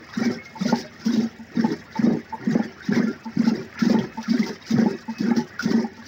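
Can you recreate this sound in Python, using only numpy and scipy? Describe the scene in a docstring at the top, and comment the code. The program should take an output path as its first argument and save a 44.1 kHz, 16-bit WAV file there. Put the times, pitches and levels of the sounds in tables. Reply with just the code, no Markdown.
"""Big air pockets gulp at one low pitch as a wooden stick churns curd in a round metal pot, a little over
two strokes a second. Each gulp is a damped tone with a slap of noise that rings the pot. Bubbles gurgle, curd
splashes and froth fizzes: swarms of short rings, shaped by each stroke. The stick draws back with a plop,
a noise slurp and a low throb. Behind it lie a street stall's filtered noise, low rumble and thin whine."""
import sys
import numpy as np
from scipy import signal
from scipy.fft import rfft, irfft
from scipy.io import wavfile

SR = 44100
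rng = np.random.default_rng(int(sys.argv[2]) if len(sys.argv) > 2 else 0)


def to_wav(sig):
    """Store sig (one row per channel, or 1-D mono) as 16-bit WAV at the path in sys.argv[1].

    Samples outside -1..1 are clipped; the rate is SR.
    """
    pcm = np.clip(np.atleast_2d(sig), -1, 1) * 32767
    pcm = np.round(pcm).astype(np.int16)
    wavfile.write(sys.argv[1], SR, pcm.T)  # frames by channels


N = 267907  # length in samples
TIME = np.arange(N) / SR

# Big air pockets: start_s, level_db (peak, before the throb trim), pitch_hz (at the peak), swell_s (time to peak)
AIR_POCKETS = [(0.169, -15, 220, 0.01), (0.21, -14, 235, 0.0097), (0.256, -14.5, 229, 0.018),
               (0.298, -15.5, 230, 0.0076), (0.603, -15.5, 193, 0.018), (0.647, -12.5, 227, 0.013),
               (0.722, -9, 220, 0.011), (1.055, -13, 217, 0.015), (1.076, -17.4, 243, 0.025),
               (1.132, -13.5, 244.0, 0.013), (1.159, -11, 224.5, 0.027), (1.203, -17.5, 231.5, 0.034),
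               (1.568, -11.5, 230, 0.0074), (1.589, -11, 222, 0.01), (1.638, -9.5, 224, 0.0115),
               (1.988, -11.5, 218.0, 0.01), (2.036, -8.5, 243, 0.0077), (2.068, -9.5, 219, 0.016),
               (2.105, -13.5, 224, 0.011), (2.125, -25, 238, 0.033), (2.468, -10.5, 219, 0.011),
               (2.489, -13, 233, 0.012), (2.552, -7.5, 225, 0.0088), (2.591, -11.5, 220, 0.013),
               (2.885, -11.5, 212, 0.0095), (2.915, -10, 221, 0.009), (2.961, -16, 233.6, 0.017),
               (2.992, -10, 219.0, 0.01), (3.029, -14.5, 213, 0.017), (3.369, -10, 224, 0.0056),
               (3.39, -7.5, 228.0, 0.0123), (3.435, -15, 224, 0.0091), (3.466, -7.5, 229, 0.0136),
               (3.513, -12, 225, 0.013), (3.818, -8.5, 220, 0.0096), (3.86, -10, 213, 0.012),
               (3.897, -9, 222, 0.014), (3.938, -11, 216, 0.014), (3.977, -15, 202, 0.015),
               (4.274, -17.5, 204, 0.022), (4.297, -10.5, 224.0, 0.017), (4.33, -14.5, 258, 0.019),
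               (4.387, -10.5, 220, 0.016), (4.701, -14, 229, 0.0157), (4.736, -9, 221.0, 0.009),
               (4.783, -9, 222, 0.015), (4.818, -9.5, 224, 0.012), (4.855, -10, 218, 0.013),
               (5.205, -10.5, 244, 0.0059), (5.221, -16.5, 201, 0.024), (5.281, -14.4, 247, 0.0056),
               (5.306, -9.5, 227.5, 0.012), (5.368, -17.6, 243, 0.0137), (5.652, -9, 213.0, 0.0092),
               (5.707, -10, 232, 0.0082), (5.737, -8.5, 224, 0.014), (5.768, -17, 233, 0.0153),
               (5.831, -22.0, 216, 0.018)]
# Colour of the slap: pitch_hz, level_db (per Hz, relative)
SLAP_COLOUR = [(60, -25.5), (130, -10.5), (210, 2.5), (380, 10), (560, 5), (850, -9), (1100, -14),
               (1800, -26), (3000, -41.5), (8000, -60)]
# Ringing air in the pot, belly then neck: pitch_hz, decay_s (to -60 dB), level_db (relative)
POT_MODES = [(233, 0.16, 9), (325, 0.1, -7.5), (375.7, 0.51, -7.5), (465, 0.25, -19), (520, 0.14, -23),
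             (690, 0.04, -31.5), (752, 0.2, 7.5), (916, 0.27, 2.5)]


def gulps(throb_db=-.5, fall=1.98, sag=0.1, slap_db=4.0, slap_t60=0.072):
    """Each pocket closes with a slap, then throbs for a few cycles as its pitch settles."""
    throbs, slap_power = np.zeros(N), np.zeros(N)
    t = np.arange(SR // 5) / SR
    slap_shape = (1 - np.exp(-t / .002)) * decay(t, slap_t60)
    for s, db, hz, swell in AIR_POCKETS:
        start, _, _, force_db, *_ = min(STROKES, key=lambda stroke: abs(stroke[0] - s))
        # slaps grow as the stick drives deeper, then settle at one level, softer after forceful strokes
        depth_db = np.interp(s - start, [0, 0.097, 0.31], [-43, -15 + force_db, -21])
        add(throbs, s, amp(db + throb_db) * throb(hz, swell, fall, sag))
        add(slap_power, s, (amp(db + depth_db) * slap_shape) ** 2)
    wet_noise = steadied(coloured(rng.standard_normal(N), SLAP_COLOUR), .015)
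    slaps = amp(slap_db) * np.sqrt(slap_power) * wet_noise
    return throbs + slaps + pot(slaps, POT_MODES)


def throb(hz, swell, fall, sag):
    """A pocket of air swells and dies within a few cycles while its pitch settles downward."""
    u = np.arange(SR // 5) / SR / swell  # time counted in swells; loudest at 1
    turns = np.cumsum(hz * (1 + sag * (2 ** (1 - u) - 1))) / SR
    envelope = u ** 2 * np.exp(2 * (1 - u ** fall) / fall)
    return envelope * np.sin(2 * np.pi * turns)


# The stick draws back and opens a hollow: start_s, plop_db, throb_db
BACKSTROKES = [(0.553, -32, -49), (1.387, -46, -33), (1.954, -25.5, -47), (2.324, -23.5, -39),
               (3.253, -32.5, -26), (4.172, -27.5, -25), (5.079, -31, -22.5), (5.977, -43, -35.5)]
# Colour of the slurp: pitch_hz, level_db (per Hz, relative)
SLURP_COLOUR = [(250, -23.5), (480, 1), (680, -7.5), (890, 1), (1080, -4), (1300, -18.5), (1800, -19),
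                (3000, -43.5)]


def backstrokes(plop_hz=890, soft=8, slurp_db=-9, slurp_t60=.22, throb_hz=228, swell=0.017):
    """The hollow behind the stick opens with a plop, a short slurp and a soft low throb."""
    plop, slurp, low = np.zeros((3, N))
    t = np.arange(SR // 5) / SR
    ring = bubble(plop_hz, t60=.09, rise=.03, soft=soft)
    slurp_shape = (1 - np.exp(-t * plop_hz / soft)) * decay(t, slurp_t60)
    for s, plop_db, throb_db in BACKSTROKES:
        add(plop, s, amp(plop_db) * ring / abs(ring).max())
        add(slurp, s, amp(plop_db + slurp_db) * slurp_shape)
        add(low, s, amp(throb_db) * throb(throb_hz, swell, fall=0.92, sag=0.04))
    slurp_noise = coloured(rng.standard_normal(N), SLURP_COLOUR)
    return walls(plop, t60=0.081, wet=0.35) + slurp * slurp_noise + low


# Colour of the gurgle: pitch_hz, level_db (per Hz, relative)
GURGLE_COLOUR = [(60, -12.5), (110, 2.5), (200, 9), (300, 7), (390, 2), (520, -3), (700, -14.5), (880, -12),
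                 (1050, -17.5), (1500, -49.5)]


def gurgle(gurgle_db=6.0, ring_db=12):
    """Large bubbles roll through the curd and ring the belly of the pot."""
    level = motion(size=0, early=-0.38, rise_db_per_s=486, fall_db_per_s=316.5, arch_db=1,
                   grow_db=1.5, lull_db=2.0, rest_db=-57.5, lumps_db=2.5)
    large = swarm(128.0, 1096, per_s=500, cycles=18.0, spread_db=3.5, rise=0.042)
    ringing = large + amp(ring_db) * pot(large, POT_MODES)
    dense = level * steadied(coloured(ringing, GURGLE_COLOUR), 0.16)
    single = droplets(level, GURGLE_COLOUR, 340, 950, t60=.08, spread_db=1.5, glide=.04, count=240)
    return amp(gurgle_db) * (.9 * dense + .35 * walls(single, t60=.1, wet=.7))


# Colour of the splash: pitch_hz, level_db (per Hz, relative)
SPLASH_COLOUR = [(500, -41.5), (800, -6.5), (1100, -5.5), (1450, 0), (1780, 2), (2150, 0.5), (2450, -9.5),
                 (3200, -26.5), (5000, -45.5)]
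# Ringing air in the pot's neck: pitch_hz, decay_s (to -60 dB), level_db (relative)
NECK_MODES = [(1136, 0.028, 3), (1335, 0.012, -1), (1702, 0.42, -8.5), (1856, 0.057, 0.5),
              (2020, 0.057, -15.5)]


def splash(dense_db=-3, single_db=-4, ring_db=10):
    """Curd folds back on itself: middling bubbles that ring the neck of the pot."""
    strokes = motion(size=1, early=0.59, rise_db_per_s=130.5, fall_db_per_s=150.5, arch_db=6.5,
                     grow_db=0.5, lull_db=4, rest_db=-50, lumps_db=1.5)
    level = squelches() + strokes
    medium = swarm(649, 3404, per_s=1500, cycles=51, spread_db=4.5, rise=0.036)
    ringing = medium + amp(ring_db) * pot(medium, NECK_MODES)
    dense = level * steadied(coloured(ringing, SPLASH_COLOUR), 0.31)
    single = droplets(level, SPLASH_COLOUR, 850, 2500, t60=.07, spread_db=1.8, glide=.03, count=700)
    return amp(dense_db) * dense + amp(single_db) * walls(single, t60=.09, wet=.6)


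# Air squeezed out past the stick: start_s, length_s, level_db (peak, before the splash trims)
SQUELCHES = [(2.899, 0.15, -33.5), (3.762, 0.067, -31.5)]


def squelches():
    """Extra gain of the splash while air is squeezed out past the stick."""
    level = np.zeros(N)
    for s, length, db in SQUELCHES:
        add(level, s, amp(db) * np.hanning(int(length * SR)))
    return level


# Colour of the froth and of the flung gobs: pitch_hz, level_db (per Hz, relative)
FROTH_COLOUR = [(1500, -11), (2600, -11.5), (3300, -8), (4200, -4.5), (5200, 2.5), (6000, -4.5),
                (7000, -17), (8300, -32), (11500, -35), (13800, -38), (15000, -12.5), (16000, -32)]


def froth(dense_db=-5.5, single_db=-4.37, flicker_db=4.0):
    """Foam fizzes, small drops land, and the finest spray ticks above them."""
    level = motion(size=2, early=0.7, rise_db_per_s=268, fall_db_per_s=191, arch_db=6.5,
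                   grow_db=1.5, lull_db=7, rest_db=-58.5, lumps_db=2.96)
    fine = swarm(2000, 15640, per_s=6000, cycles=14, spread_db=3, rise=.05)
    flicker = amp(flicker_db * wander(22))
    dense = level * flicker * steadied(coloured(fine, FROTH_COLOUR), 0.25)
    single = droplets(level, FROTH_COLOUR, 2600, 6700, t60=.04, spread_db=3, glide=.02, count=2100)
    return amp(dense_db) * dense + amp(single_db) * walls(single, t60=.06, wet=.55) + spray(level)


# Colour of the soft ticks: pitch_hz, level_db (per Hz, relative)
SPRAY_COLOUR = [(2000, -22.5), (5200, 4), (7000, 6.5), (8500, -13), (12000, -9.5), (13800, -27),
                (15200, -3)]
# Colour of the finest specks: pitch_hz, level_db (per Hz, relative)
SPECK_COLOUR = [(6800, 0.5), (8000, -0.5), (11500, -3.5), (12500, -6.5)]


def spray(level, spray_db=-21, t60=0.039, specks_db=-31):
    """Fine spray lands in soft ticks and tiny pitched specks; the ticks keep landing between strokes."""
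    lingering = np.sqrt(level * level.max())
    sizes = amp(3.6 * np.minimum(rng.exponential(1, N), 3))
    landings = (rng.random(N) < 60 / SR) * sizes  # about 60 a second
    bursts = signal.lfilter([1], [1, -decay(1 / SR, t60)], landings)
    ticks = lingering * bursts * coloured(rng.standard_normal(N), SPRAY_COLOUR)
    specks = droplets(level, SPECK_COLOUR, 6800, 12500, t60=.018, spread_db=2.9, glide=.02, count=1300)
    return amp(spray_db) * ticks + amp(specks_db) * walls(specks, t60=.04, wet=.6)


# Strokes of the stick: start_s (air goes under), lead_s (of the spray, scaled for each bubble size), length_s,
# force_db (extra, for the deep slaps), gurgle_db, splash_db, froth_db (base levels, before shaping and trims)
STROKES = [(0.173, 0.066, 0.16, 1, -35, -41.5, -45), (0.606, 0.0078, 0.2, 4, -36.5, -45, -42.5),
           (1.049, 0.041, 0.19, -11, -35.5, -46.5, -45.5), (1.553, 0.005, 0.19, 5.5, -35, -46, -48.5),
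           (1.989, 0.088, 0.15, 6, -30, -44.5, -49), (2.435, 0.0037, 0.22, 1, -36, -44.5, -50),
           (2.879, 0.08, 0.21, -1, -30.5, -45, -48), (3.378, 0.011, 0.22, -9, -35, -44.5, -47),
           (3.812, 0.039, 0.23, 8, -32.5, -41.5, -48), (4.279, 0.089, 0.23, -17, -34.5, -45, -46.5),
           (4.708, 0.064, 0.23, 2, -33.5, -44.5, -45), (5.199, 0.029, 0.2, -18, -33.5, -44, -49),
           (5.649, 0.035, 0.16, -11, -30, -43, -45), (6.1, 0.01, 0.2, 0, -48, -57, -40)]


def motion(size, early, rise_db_per_s, fall_db_per_s, arch_db, grow_db, lull_db, rest_db, lumps_db):
    """Gain of one bubble size (0 gurgle, 1 splash, 2 froth): strokes rise, arch, lull and die back."""
    turn, turn_width = .68, .11  # shares of a stroke: where the stick turns round, and the lull's width
    t = np.arange(0, N, 64) / SR
    power = amp(rest_db) ** 2
    for start, lead, length, _, *levels_db in STROKES:
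        begin, end = start - early * lead, start + length
        u = np.clip((t - begin) / (end - begin), 0, 1)  # progress through the stroke
        lull = lull_db * np.exp(-((u - turn) / turn_width) ** 2)
        held = arch_db * np.sin(np.pi * u) + grow_db * (u - .5) - lull
        edges = rise_db_per_s * np.maximum(begin - t, 0) + fall_db_per_s * np.maximum(t - end, 0)
        power = power + amp(levels_db[size] + held - edges) ** 2
    return np.interp(TIME, t, np.sqrt(power)) * amp(lumps_db * wander(20))


# Clearest single rings: bubbles, and the pot's air ringing near 380 and 860 Hz:
# start_s, level_db (peak, before the shiver), pitch_hz (at the start), decay_s (to -60 dB)
CLEAR_RINGS = [(0.228, -31, 2270, 0.13), (0.383, -37.5, 2166, 0.15), (0.455, -36.5, 2134, 0.25),
               (0.685, -28.5, 1410, 0.06), (0.654, -23, 610, 0.021), (0.726, -16, 856, 0.019),
               (0.84, -37, 617, 0.1), (1.641, -23.5, 856, 0.043), (1.694, -21, 392, 0.067),
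               (2.549, -31.5, 830, 0.14), (2.552, -18, 410, 0.016), (2.594, -23.5, 810, 0.021),
               (2.625, -30, 1814, 0.03), (2.68, -42.5, 2950, 0.22), (2.806, -27.5, 1550, 0.025),
               (2.924, -18.5, 1620, 0.015), (3.066, -32, 1386, 0.19), (3.474, -28, 849, 0.047),
               (3.567, -27.5, 381, 0.21), (3.944, -25.5, 867, 0.06), (3.988, -24, 3200, 0.0043),
               (4.344, -24, 377.7, 0.19), (4.417, -39, 384, 0.18), (4.428, -27.5, 2067, 0.037),
               (4.855, -20.5, 388, 0.21), (4.861, -22, 846, 0.04), (5.239, -23, 378, 0.074),
               (5.307, -25.5, 1680, 0.022), (5.312, -22.5, 827, 0.024), (5.373, -21.5, 379, 0.042),
               (5.527, -31.5, 1880, 0.046), (5.593, -15.5, 1443, 0.019), (5.782, -23, 380, 0.18),
               (5.843, -24, 815, 0.017)]


def clear_rings(rise=0.033, soft=4, shiver_db=2):
    """Single bubbles, and the pot's air near 380 and 860 Hz, ring clearly; the moving curd makes them shiver."""
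    out = np.zeros(N)
    for s, db, hz, t60 in CLEAR_RINGS:
        ring = bubble(hz, t60, rise, soft)
        add(out, s, amp(db) * ring / abs(ring).max())
    return out * amp(shiver_db * wander(140))


# Gobs of curd that spatter on the wall: start_s, level_db (before the spat trim), decay_s (to -60 dB)
SPATS = [(0.6523, -31.5, 0.053), (1.049, -28.5, 0.22), (2.8514, -33, 0.11), (2.956, -22, 0.051),
         (3.789, -24.5, 0.11), (3.8514, -24.5, 0.067), (3.987, -25, 0.034), (4.227, -20, 0.025),
         (4.388, -25.5, 0.1), (4.46, -29, 0.16), (4.704, -21, 0.076), (5.183, -16.5, 0.018),
         (5.3616, -25.5, 0.13), (5.5895, -28, 0.14), (5.623, -14, 0.031), (5.9656, -32, 0.024)]


def spats(spat_db=-5, attack_s=0.0024):
    """Flung gobs burst into a brief spray of froth-coloured noise."""
    level, t = np.zeros(N), np.arange(SR // 5) / SR
    for s, db, t60 in SPATS:
        add(level, s, amp(db + spat_db) * (1 - np.exp(-t / attack_s)) * decay(t, t60))
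    return level * coloured(rng.standard_normal(N), FROTH_COLOUR)


# Colour of the street wash: pitch_hz, level_db (per Hz, relative)
STALL_COLOUR = [(18, -53.5), (30, -55), (90, -2), (177, -1.5), (237, -4.5), (324, -13), (639, -9),
                (897, -12), (1170, -32), (1820, -14.5), (2990, -20.5), (5450, -35), (8720, -54.5),
                (13300, -71.5), (15500, -28.5)]
# Thin whine from the street, joined by straight lines: time_s, level_db (rms, before its flutter)
WHINE_LEVELS = [(0, -65.5), (2.6, -75), (4.15, -60), (4.5, -69), (4.84, -71), (4.91, -51.5), (5.02, -69),
                (5.18, -46.5), (5.32, -65), (6.07, -87.5)]


def stall(wash_db=-49.5, rumble_db=-59, whine_hz=2574):
    """Gently drifting street wash, an uneven low rumble and a thin wavering whine."""
    wash = amp(wash_db + 1.2 * wander(4)) * coloured(rng.standard_normal(N), STALL_COLOUR)
    rumble_colour = [(30, -26.0), (85, 12.5), (140, -2.0), (240, -10), (400, -31.5), (1500, -45.5)]
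    rumble = amp(rumble_db + 2 * wander(6.7)) * coloured(rng.standard_normal(N), rumble_colour)
    phase = 2 * np.pi * np.cumsum(whine_hz + 7 * wander(20)) / SR
    whine_db = np.interp(TIME, *np.transpose(WHINE_LEVELS)) + 4.6 * wander(23)
    whine = amp(whine_db) * np.sqrt(2) * np.sin(phase)
    return wash + rumble + whine


def bubble(hz, t60, rise, soft):
    """A damped sine with a soft start; a positive rise makes its pitch climb as it rings."""
    t = np.arange(int(t60 * SR) + 2) / SR
    tone = np.sin(2 * np.pi * hz * t * (1 + rise * t / t60 / 2))
    return tone * decay(t, t60) * (1 - np.exp(-t * hz / soft))


def swarm(low_hz, high_hz, per_s, cycles, spread_db, rise, count=36):
    """Bubbles of many sizes burst at random, a few much louder than the rest; evenly spread in pitch."""
    out = np.zeros(N)
    for hz in np.linspace(low_hz, high_hz, count):
        sizes = amp(spread_db * np.minimum(rng.exponential(1, N), 4))
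        bursts = sizes * (rng.random(N) < per_s / count / SR)
        ring = bubble(hz, cycles / hz, rise, 0.35)
        out += signal.oaconvolve(bursts, ring / np.linalg.norm(ring))[:N]
    return out


def droplets(level, colour, low_hz, high_hz, t60, spread_db, glide, count):
    """Separate bubbles, each sized by the curd's motion at its birth, ring on at their own gliding pitch."""
    place, pitch, size, length, bend = rng.random((count, 5)).T
    births = (np.arange(count) + place) * (N - 1) / count
    grid = np.linspace(low_hz, high_hz, 200)
    points_hz, points_db = np.transpose(colour)
    # most bubbles fall where the colour peaks
    likely = np.cumsum(amp(np.interp(grid, points_hz, points_db)) ** 2)
    pitches = np.interp(pitch, likely / likely[-1], grid)
    spread = unit(amp(spread_db * np.minimum(-np.log(1 - size), 3)))
    sizes = spread * level[births.astype(int)]
    out = np.zeros(N)
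    for k in range(count):
        ring_t60 = t60 * 2 ** (2 * length[k] - 1)  # half to double
        ring = bubble(pitches[k], ring_t60, glide * (2 * bend[k] - 1), soft=5.2)
        add(out, births[k] / SR, sizes[k] * ring / np.linalg.norm(ring))
    return out * np.sqrt(N / count)


def pot(x, modes):
    """The air in the pot rings at its modes; the strongest pitch passes at gain 1."""
    t = np.arange(SR // 2) / SR
    ring = sum(amp(db) * np.cos(2 * np.pi * hz * t) * decay(t, t60) for hz, t60, db in modes)
    return signal.oaconvolve(x, ring / abs(rfft(ring)).max())[:N]


def walls(x, t60, wet):
    """Reflections from the round metal wall fuse separate drops; wet is their share of the power."""
    return np.sqrt(1 - wet) * x + np.sqrt(wet) * echoes(x, t60, delay=.001)


def echoes(x, t60, delay):
    """Dense reflections of random sign that die away; energy 1."""
    t = np.arange(SR // 2) / SR
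    hits = rng.choice([-1, 1], len(t)) * (rng.random(len(t)) < 1 / 10)
    taps = hits * (t > delay) * decay(t, t60)
    return signal.oaconvolve(x, taps / np.linalg.norm(taps))[:N]


def coloured(x, points):
    """Filters by a spectrum drawn on a log-frequency axis; rms 1."""
    hz, db = np.transpose(points)
    gain = amp(np.interp(np.log(np.fft.rfftfreq(N, 1 / SR) + 1), np.log(hz), db))
    return unit(irfft(rfft(x) * gain, N))


def steadied(x, seconds):
    """Holds a sound's mean power even over a span, keeping its faster grain; rms 1."""
    power = signal.oaconvolve(x ** 2, np.hanning(int(seconds * SR)), "same")
    return unit(x / np.sqrt(abs(power) + 1e-9))


def wander(hz):
    """Slow random movement up to about a given rate; rms 1."""
    f = np.fft.rfftfreq(N, 1 / SR)
    return unit(irfft(rfft(rng.standard_normal(N)) / (1 + (f / hz) ** 4), N))


def decay(t, t60):
    """Dying away by 60 dB in t60 seconds."""
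    return np.exp(-np.log(1000) * t / t60)


def amp(db):
    """Decibels to gain."""
    return 10 ** (np.asarray(db) / 20)


def unit(x):
    """Scales to rms 1."""
    return x / np.sqrt(np.mean(x ** 2) + 1e-20)


def add(mix, s, sound):
    """Mixes a sound in at a time in seconds."""
    part = mix[max(round(s * SR), 0):][:len(sound)]
    part += sound[:len(part)]


def scene(room_db=-17):
    """All the sounds of the curd, with a faint tail from the stall around it, over the background."""
    details = walls(clear_rings() + spats(), t60=0.12, wet=0.6)
    curd = gulps() + backstrokes() + gurgle() + splash() + froth() + details
    tail = amp(room_db) * echoes(curd, t60=.19, delay=0.0061)
    return (curd + tail + stall())[None]


def record(dry, limit_db=-12, edge_hz=15850):
    """A limiter evens out the loudest moments; then a low-pass filter cuts the highest treble."""
    power = signal.oaconvolve(dry ** 2, np.hanning(441)[None] / 220, "same")  # mean over a 10 ms window
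    held = dry / (1 + (power / amp(limit_db) ** 2) ** 4) ** (1 / 8)
    low_pass = signal.firwin(511, edge_hz, window=("kaiser", 9), fs=SR)
    return signal.oaconvolve(held, low_pass[None], "same")


dry = scene()
out = record(dry)
to_wav(out)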